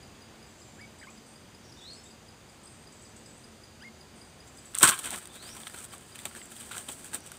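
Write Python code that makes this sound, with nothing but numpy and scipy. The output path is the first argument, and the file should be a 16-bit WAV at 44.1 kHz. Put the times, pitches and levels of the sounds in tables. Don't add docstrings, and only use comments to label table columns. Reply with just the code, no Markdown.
import sys
import numpy as np
from scipy import signal
from scipy.io import wavfile
from scipy.ndimage import uniform_filter1d

SR = 44100
rng = np.random.default_rng(int(sys.argv[2]) if len(sys.argv) > 2 else 0)


def gain_from_db(level_db):
    decades = np.asarray(level_db, float) / 20
    return 10 ** decades


def master_out(mix):
    frames = np.transpose(np.atleast_2d(mix))
    ceiling = np.clip(frames, -1, 1)
    pcm = np.round(ceiling * 32767).astype(np.int16)
    wavfile.write(sys.argv[1], SR, pcm)


N = 325457


def cage():
    return gain_from_db(-1.2) * leaves(wings() + blows() + hoop(), .12, -20)


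# peak in seconds, rise in ms, fall in ms, wires level in dB, frame level in dB.
SLAM_STROKES = [(4.482, 35, 21, -60.5, -71), (4.592, 64, 13, -58.5, -69), (4.665, 51, 37, -58, -58),
                (4.71, 23, 44, -60, -69), (4.754, 7.1, 33, -48, -40.5), (4.782, 3, 35, -36, -48),
                (4.808, 14, 3, -42, -71), (4.812, 2.2, 22, -37, -29), (4.831, 3, 29.3, -16.5, -15),
                (4.8224, 3, 7.3, -24, -23), (4.874, 14, 20, -26, -25), (4.893, 20, 9, -20.5, -32),
                (4.92, 22, 24, -35, -30.5), (4.938, 21, 3.6, -55, -29.5), (4.948, 92, 18, -40.5, -67),
                (4.996, 23, 15, -38.5, -43), (5.047, 33, 55, -39, -39), (5.079, 25, 18, -50, -38),
                (5.138, 50, 30, -42, -38), (5.186, 130, 18, -44, -56), (5.218, 12, 87, -54, -51.5)]
# peak in seconds, fall in ms, wires level in dB, frame level in dB.
WING_BEATS = [(5.353, 39, -50, -50), (5.435, 18, -49, -48), (5.48, 72, -49.5, -48), (5.569, 17, -48, -47),
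              (5.62, 150, -50.5, -52), (5.79, 65, -47, -48.5), (5.843, 12, -42, -49),
              (5.937, 33, -48.5, -49), (6.02, 29, -55, -54), (6.098, 120, -57.5, -58.5),
              (6.16, 18, -51, -48), (6.291, 31, -51, -65), (6.364, 42, -48, -48.5), (6.44, 77, -56, -60),
              (6.518, 27, -48, -51), (6.568, 20, -45.5, -52), (6.612, 29, -45.5, -46),
              (6.67, 77, -50, -52.5), (6.778, 54, -42, -46), (6.912, 51, -43.5, -53),
              (6.995, 34, -49.5, -54.5), (7.06, 39, -46.5, -50), (7.149, 18.3, -35, -36.5),
              (7.269, 37, -51, -50.5), (7.345, 40, -55, -54)]
# peak in seconds, fall in ms, wires level in dB, frame level in dB.
WING_SLAPS = [
    (5.673, 7.8, -41.5, -41),
    (5.743, 19, -46.5, -43.5),
    (6.187, 72, -49, -49.5),
    (6.256, 14, -41, -38),
    (6.716, 47, -43.5, -39.5),
    (6.889, 20, -40.5, -38.5),
]
# peak in seconds, fall in ms, level in dB.
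AIR_PUFFS = [(4.834, 15, -22), (4.89, 21, -33), (4.995, 15, -46), (5.065, 43, -44.5), (5.138, 20, -35),
             (5.36, 39, -49), (5.45, 55, -51), (5.585, 79, -51.5), (5.743, 27, -45), (5.85, 12, -45),
             (5.94, 27, -50), (6.19, 45, -55), (6.257, 9.4, -36), (6.367, 26, -45), (6.765, 67, -46.5),
             (6.888, 14, -35), (7.04, 55, -50), (7.145, 22, -42), (7.27, 35, -58)]
# pitch in Hz, width in Hz, level in dB.
FRAME_RINGS = [(1067, 330, -7.5), (1330, 190, -3.5), (1643, 470, -1.5), (2150, 660, -6.5), (2480, 650, -3),
               (3144, 490, -2.5), (3630, 1140, -1.5), (740, 300, -17)]
# frequency in Hz, level in dB per Hz.
PUSH_SPECTRUM = [(35, -24), (60, 2), (340, 6), (421, 1.5), (900, 2.5), (1170, -6.5), (1980, -120)]
# frequency in Hz, level in dB per Hz.
WIRE_SPECTRUM = [(2650, -19), (4500, -16), (5130, -18.5), (5910, -10), (6370, -13), (8410, 2), (9390, -5),
                 (11000, -13.5), (14800, -17), (15800, -8)]


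def wings():
    rows = [(s, 0.81 * rise, *rest) for s, rise, *rest in SLAM_STROKES]
    rows += [(s, 0.82 * fall, fall, *levels) for s, fall, *levels in WING_BEATS]
    rows += [(s, 5.5, *rest) for s, *rest in WING_SLAPS]
    wire_envelope = strokes([(s, rise, fall, wires_db) for s, rise, fall, wires_db, _ in rows])
    frame_envelope = strokes([(s, rise, fall, frame_db) for s, rise, fall, _, frame_db in rows])
    push_envelope = strokes([(s, 0.77 * fall, fall, db) for s, fall, db in AIR_PUFFS])

    flutter = gain_from_db(1.7 * slow(0.0028))
    wires = wire_envelope * flutter * grains(8000, 1.3, .7)
    canes = np.zeros(N)
    for hz, width, db in FRAME_RINGS:
        brushing = gain_from_db(db + 1.5 * slow(.008))
        canes += brushing * resonate(grains(1400, 2, .6), hz, width)
    frame = frame_envelope * flutter * evened(canes)
    gusts = np.minimum(push_envelope, .8 * frame_envelope) * rng.standard_normal(N)
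    return coloured(wires, WIRE_SPECTRUM) + gain_from_db(-2.13) * frame + gain_from_db(-2.0) * coloured(gusts, PUSH_SPECTRUM)


# start in seconds, wires level in dB, bar level in dB, ring of the bar in Hz.
LID_BLOWS = [(4.738, -46, -48, 1460), (4.7466, -37, -31, 3300), (4.7514, -25.5, -54, 900),
             (4.7662, -37, -38, 3830), (4.7767, -30, -49, 1290), (4.7861, -19, -40, 4400),
             (4.801, -29, -55, 3550), (4.82, -25, -30, 990), (4.8293, -5.5, -18, 3080),
             (4.8322, -7, -17, 1500), (4.8385, -16, -27, 1600), (4.8423, -10, -22, 3100),
             (4.8498, -16, -27, 1310), (4.8535, -17, -20, 1100), (4.8755, -18, -22, 4500),
             (4.8085, -29, -31, 3800), (4.797, -27, -43, 1500), (4.8802, -15, -23, 1120),
             (4.8912, -15, -19.5, 1430), (4.8965, -19, -21, 1260), (4.9095, -20, -38, 1510),
             (4.9905, -27.5, -32, 3300), (4.9945, -33, -39, 1100), (4.7598, -45, -41, 1300),
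             (4.771, -46, -36, 1320), (4.9555, -45, -41, 1350), (4.964, -45, -40, 1350),
             (4.978, -41, -36, 1350)]
# start in seconds, wires level in dB, bar level in dB, ring of the bar in Hz.
CLAW_BLOWS = [(5.0575, -31, -38, 2470), (5.106, -26, -35, 4020), (5.114, -37, -38, 800),
              (5.1593, -32, -36, 2830), (5.128, -36, -43, 1500), (5.175, -58, -40, 1400),
              (5.186, -55, -44, 1400), (5.074, -50, -38, 1500), (5.1435, -36, -36, 1760),
              (5.2558, -38.5, -40, 3360), (5.3558, -41, -46, 3770), (5.4267, -45, -47, 4050),
              (5.567, -36, -40, 980), (5.6336, -48, -37, 3400), (5.6697, -44, -26.5, 3440),
              (5.698, -45, -42.5, 1560), (5.7448, -42, -38.5, 1520), (5.936, -49, -41.5, 1170),
              (6.157, -39, -45, 2730), (6.19, -40, -36, 3360), (6.2543, -27.5, -26, 3760),
              (6.2608, -36, -38, 824), (6.312, -55, -41.5, 1380), (6.3506, -41, -44, 1620),
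              (6.361, -52, -46, 1700), (6.378, -52, -50, 1800), (5.4913, -50, -43, 1800),
              (6.4155, -58, -40, 2150), (6.5653, -46, -41, 3190), (6.7301, -43, -38, 3100),
              (6.7457, -44, -39, 1300), (6.752, -44, -38, 1500), (6.769, -42, -37, 1500),
              (6.7115, -47, -38, 1310), (7.133, -44, -37, 1500), (7.1395, -34, -42, 2000),
              (6.7807, -31, -32.5, 3000), (6.8883, -39, -35, 3050), (6.8933, -44, -40, 800),
              (7.1453, -26.5, -44, 2940), (7.2632, -41, -43, 3500), (7.3178, -34.5, -42.5, 1370)]
# start in seconds, wires level in dB.
QUILL_TICKS = [(4.5736, -55), (5.073, -31), (5.1765, -42), (5.602, -40), (5.7243, -45), (5.7618, -42),
               (6.154, -45), (6.374, -42), (7.2052, -47), (5.1844, -35), (5.273, -40), (5.5496, -40),
               (5.6172, -47), (5.787, -37.5), (5.828, -40), (5.846, -46), (5.981, -44.5), (6.4566, -44),
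               (6.608, -40), (6.691, -45), (7.045, -36.5), (7.3696, -46)]
# frequency in Hz, level in dB per Hz.
KNOCK_SPECTRUM = [(410, -36), (700, 5), (1330, -9), (2060, 6), (3480, -2), (4100, 2.5), (4710, 0.5),
                  (5500, -18), (7150, -57), (12100, -120)]


def blows():
    quills = [(s, db, db - 13.5, 1600) for s, db in QUILL_TICKS]
    wires, bars = np.zeros((2, N))
    t = np.arange(round(.04 * SR)) / SR
    crack_decay = gain_from_db(-60 * t / 0.013)
    for s, wires_db, bar_db, hz in LID_BLOWS + CLAW_BLOWS + quills:
        sharp, dull = rng.standard_normal((2, len(t)))
        sharp[0] = 5 * np.sign(sharp[0])
        dull[0] = 5 * np.sign(dull[0])
        add(wires, s, gain_from_db(wires_db + 0.5) * crack_decay * sharp)
        ring_decay = gain_from_db(-60 * t * hz / 34.7)
        knock = 0.57 * crack_decay * coloured(dull, KNOCK_SPECTRUM)
        ring = 0.89 * ring_decay * resonate(dull, hz, .27 * hz)
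        add(bars, s, gain_from_db(bar_db + 2.5) * (knock + ring))
    return coloured(wires, WIRE_SPECTRUM) + bars


# peak in seconds, rise in ms, fall in ms, level in dB.
HOOP_SHUDDERS = [
    (4.765, 6.3, 13, -43),
    (4.835, 7.3, 36, -17),
    (4.925, 30, 15, -31),
    (4.965, 15, 18, -48),
    (5.08, 33, 24, -46),
    (5.15, 27, 30, -45.5),
]
# pitch in Hz, width in Hz, level in dB.
HOOP_RINGS = [(1085, 83, 1), (1337, 240, -1), (1550, 130, -0.5), (3090, 73, -10.5), (349, 39, -15)]


def hoop():
    rings = np.zeros(N)
    for hz, width, db in HOOP_RINGS:
        rings += gain_from_db(db) * resonate(grains(900, 2.6, 0.28), hz, width)
    return strokes(HOOP_SHUDDERS) * evened(rings)


# start in seconds, glide in seconds, top pitch in Hz, level in dB, octave level in the glide in dB.
NEAR_WHISTLES = [
    (0.766, 0.049, 2287, -51.5, -76),
    (3.797, 0.051, 2150, -49, -56),
]
# time in seconds, pitch in Hz, level in dB, octave level in dB.
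SCOLDING = [
    [(1.011, 1640, -55, -85), (1.024, 2410, -56, -85), (1.031, 1770, -48, -66), (1.041, 1490, -55, -56),
     (1.055, 1600, -54, -72)],
    [(1.07, 1080, -53, -56), (1.08, 1060, -56, -52), (1.09, 1225, -56, -52.5), (1.102, 1230, -64, -59)],
]


def near_bird():
    out = np.zeros(N)
    hold = 0.043
    for s, glide, top_hz, db, glide_octave_db in NEAR_WHISTLES:
        top = s + glide
        held_octave_db = db - 26
        rows = [(s, .57 * top_hz, db - 21, glide_octave_db - 6),
                (s + 0.62 * glide, .76 * top_hz, db - 3.0, glide_octave_db),
                (top, .985 * top_hz, db, held_octave_db),
                (top + 0.27 * hold, top_hz, db, held_octave_db),
                (top + hold, 0.98 * top_hz, db - 4, held_octave_db)]
        add(out, *warble(rows, .006, 1.6))
    for rows in SCOLDING:
        add(out, *warble(rows, .006, 1.6))
    return leaves(out, .25, -16)


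# start in seconds, length in seconds, from Hz, to Hz, level in dB.
FAR_SLURS = [
    (1.765, .035, 3600, 3720, -61),
    (2.048, .032, 3630, 3690, -62),
    (5.29, .035, 3450, 3720, -62),
    (6.4, .045, 8260, 7400, -54),
]
# time in seconds, pitch in Hz, level in dB.
FIRST_LONG_RISE = [(1.797, 3150, -62), (1.81, 3380, -56), (1.85, 3760, -52), (1.87, 4050, -49),
                   (1.9, 4340, -50), (1.935, 4440, -49), (1.96, 4980, -55), (1.985, 5230, -58),
                   (2.01, 5430, -59)]
# time in seconds, pitch in Hz, level in dB.
SECOND_LONG_RISE = [(5.335, 3450, -60), (5.39, 3920, -57), (5.423, 4440, -55), (5.469, 4810, -52),
                    (5.495, 5300, -52), (5.513, 5740, -49), (5.53, 5790, -54), (5.55, 5800, -58)]


def far_birds():
    out = np.zeros(N)
    for s, length, from_hz, to_hz, db in FAR_SLURS:
        rows = []
        for share, swell_db in [(0, -3.5), (0.42, 0), (1, 5.5)]:
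            hz = from_hz + share * (to_hz - from_hz)
            rows.append((s + share * length, hz, db + swell_db, db + swell_db - 17))
        add(out, *warble(rows, .014, 2.5))
    for rise in (FIRST_LONG_RISE, SECOND_LONG_RISE):
        rows = [(s, hz, db - 1.5, db - 18) for s, hz, db in rise]
        add(out, *warble(rows, .012, 2.2))
    add(out, 0.028, gain_from_db(-7) * out.copy())
    return gain_from_db(-.5) * leaves(out, .4, -6)


# time in seconds, peak level in dB.
SMALL_CHIPS = [(0.0313, -49.5), (0.2219, -50.5), (0.4284, -50), (0.619, -51.5), (0.8135, -49.5),
               (0.9991, -49.5), (1.1787, -51.5), (1.3598, -51), (1.5494, -51), (1.724, -49),
               (1.9101, -48.5), (2.1121, -50), (2.2867, -50), (2.4922, -54), (2.6728, -51), (2.8734, -50),
               (3.055, -51), (3.261, -50.5), (3.4426, -49.5), (3.6381, -48.5), (3.8237, -49),
               (4.0113, -48.5), (4.2153, -48), (4.4044, -48.5), (4.585, -49.5), (5.7099, -53),
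               (5.9095, -53), (6.124, -49), (6.3899, -53), (6.5854, -51)]


def chips():
    out = np.zeros(N)
    t = np.arange(round(.012 * SR)) / SR
    swell = np.sin(np.pi * t / t[-1]) ** .8
    for s, db in SMALL_CHIPS:
        detune, drop = rng.random(2)
        hz = 4890 * (.98 + .02 * detune + (.03 + .07 * drop) * np.exp(-t / .003))
        phase = 2 * np.pi * np.cumsum(hz) / SR
        chip = swell * (np.sin(phase) + gain_from_db(-11) * np.sin(2 * phase))
        add(out, s - .004, gain_from_db(db - .5) * chip)
    return leaves(out, .35, -6)


# start in seconds, length in seconds, pitch in Hz, level in dB.
FAR_TRILLS = [(.02, 0.26, 6850, -70), (.46, 0.18, 7700, -67), (0.576, 0.27, 7400, -61),
              (0.982, .092, 7960, -62), (1.097, .1, 7700, -61), (1.259, .17, 8540, -63),
              (1.623, 0.35, 5660, -63), (1.809, .085, 7750, -66), (1.929, .08, 7930, -60),
              (2.033, 0.099, 7720, -60.5), (2.492, .1, 8100, -66), (2.626, .23, 8450, -59),
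              (2.918, .11, 7810, -61), (3.014, .11, 7900, -60), (3.16, 0.081, 8030, -60),
              (3.255, .13, 7860, -60), (3.35, .25, 8530, -65.5), (4.15, .2, 8630, -63),
              (4.469, .081, 7490, -64), (4.567, .08, 7800, -60.5), (4.651, .08, 7800, -60.5),
              (7.196, .19, 5830, -63)]


def trills():
    out = np.zeros(N)
    width = 500
    for s, length, start_hz, db in FAR_TRILLS:
        t = np.arange(0, length, 1 / SR)
        noise = rng.standard_normal(len(t))
        hz = start_hz - 500 * t
        skirt = (.5 + 1.3 * np.exp(-t / .02)) * resonate(noise, hz - 400, 4 * width)
        buzz = resonate(noise, hz, width) + skirt
        throb = 1 + 0.34 * np.sin(2 * np.pi * 42 * t)
        fade = gain_from_db(db - 11 * t / length) * signal.windows.tukey(len(t), .15)
        add(out, s, fade * throb * buzz)
    return leaves(out, .45, -5)


# frequency in Hz, level in dB per Hz.
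AIR_SPECTRUM = [(15, -45), (25, -17.5), (82, -1), (167, -4.5), (220, -6.5), (309, -7), (382, -8.5),
                (704, -11.5), (1170, -15), (3900, -20.5), (5070, -67), (8580, -120)]
# frequency in Hz, level in dB per Hz.
INSECT_SPECTRUM = [(2290, -8), (3900, -12), (4110, -4.5), (4900, -1), (5640, -9), (6160, -3), (8010, -3.5),
                   (9170, -5), (10400, -14), (13800, -17), (14900, -13), (15800, -27)]
# pitch in Hz, width in Hz, level in dB.
THIN_DRONES = [(224.6, 18.5, -64), (363.5, 38, -69.5), (6070, 25, -75), (6780, 64, -74.5), (4700, 600, -70)]


def air():
    wind = gain_from_db(-54 + .4 * slow(.2)) * evened(coloured(rng.standard_normal(N), AIR_SPECTRUM))
    insects = gain_from_db(-62 + 0.1 * slow(0.025)) * evened(coloured(rng.standard_normal(N), INSECT_SPECTRUM))
    out = wind + insects
    for hz, width, db in THIN_DRONES:
        out += gain_from_db(db + 1.5 * slow(.3)) * resonate(rng.standard_normal(N), hz, width)
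    return out


def strokes(rows):
    power = np.zeros(N)
    late = 1000 * np.arange(-.25, .35, 1 / SR)
    for s, rise, fall, db in rows:
        drop_db = 20 * np.maximum(-late / max(rise, 2), late / max(fall, 2))
        add(power, s - .25, gain_from_db(2 * db - drop_db))
    return np.sqrt(power)


def grains(per_s, spread_db, hiss):
    sizes = gain_from_db(spread_db * np.minimum(rng.exponential(1, N), 4)) * rng.choice([-1., 1.], N)
    slips = sizes * (rng.random(N) < per_s / SR)
    return evened(slips) + hiss * rng.standard_normal(N)


def warble(rows, tremor, flicker_db):
    s, *columns = np.transpose(rows)
    t = np.arange(s[0], s[-1], 1 / SR)
    hz, db, octave_db = (uniform_filter1d(np.interp(t, s, c), size=260) for c in columns)
    wanders = uniform_filter1d(rng.standard_normal((2, len(t))), size=250, axis=1)
    shake, flicker = (evened(v) for v in wanders)
    phase = 2 * np.pi * np.cumsum(hz * (1 + tremor * shake)) / SR
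    tone = gain_from_db(db) * np.sin(phase) + gain_from_db(octave_db) * np.sin(2 * phase)
    return s[0], np.sqrt(2) * gain_from_db(flicker_db * flicker) * tone * signal.windows.tukey(len(t), .1)


def leaves(x, t60, wet_db):
    t = np.arange(SR // 2) / SR
    sparse = rng.standard_normal(len(t)) * (rng.random(len(t)) < .1)
    taps = sparse * gain_from_db(-60 * t / t60) * (t > .008)
    return x + gain_from_db(wet_db) * signal.oaconvolve(x, taps / np.linalg.norm(taps))[:N]


def resonate(x, hz, width):
    turn = np.exp(2j * np.pi * np.cumsum(hz * np.ones(len(x))) / SR)
    r = np.exp(-np.pi * abs(width) / SR)
    smooth = signal.lfilter([1], [1, -2 * r, r * r], x / turn)
    return evened((turn * smooth).real)


def coloured(x, points):
    f, db = np.transpose(points)
    hz = np.fft.rfftfreq(4096, 1 / SR)
    log_gain = np.log(gain_from_db(np.interp(np.log(hz + 1), np.log(f + 1), db, left=-70, right=-70)))
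    full = signal.hilbert(np.r_[log_gain, log_gain[-2:0:-1]])
    taps = np.fft.ifft(np.exp(np.conj(full))).real[:2048]
    return signal.oaconvolve(x, taps / np.linalg.norm(taps))[:len(x)]


def slow(seconds):
    size = max(round(seconds * SR), 2)
    return evened(uniform_filter1d(uniform_filter1d(rng.standard_normal(N), size), size))


def evened(x):
    return x / np.sqrt(np.mean(x ** 2) + 1e-20)


def add(mix, s, sound):
    part = mix[max(round(s * SR), 0):][:len(sound)]
    part += sound[:len(part)]


def scene():
    return (cage() + near_bird() + far_birds() + chips() + trills() + air())[None]


def low_pass(x):
    return signal.sosfilt(signal.butter(12, 15750, fs=SR, output="sos"), x)


def record(dry):
    rounded = .8 * np.tanh(dry / .8)
    edge = signal.firwin(767, 15600, window=("kaiser", 9), fs=SR)[None]
    mix = signal.oaconvolve(rounded, edge, "same")
    return low_pass(mix)


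dry = scene()
out = record(dry)
master_out(out)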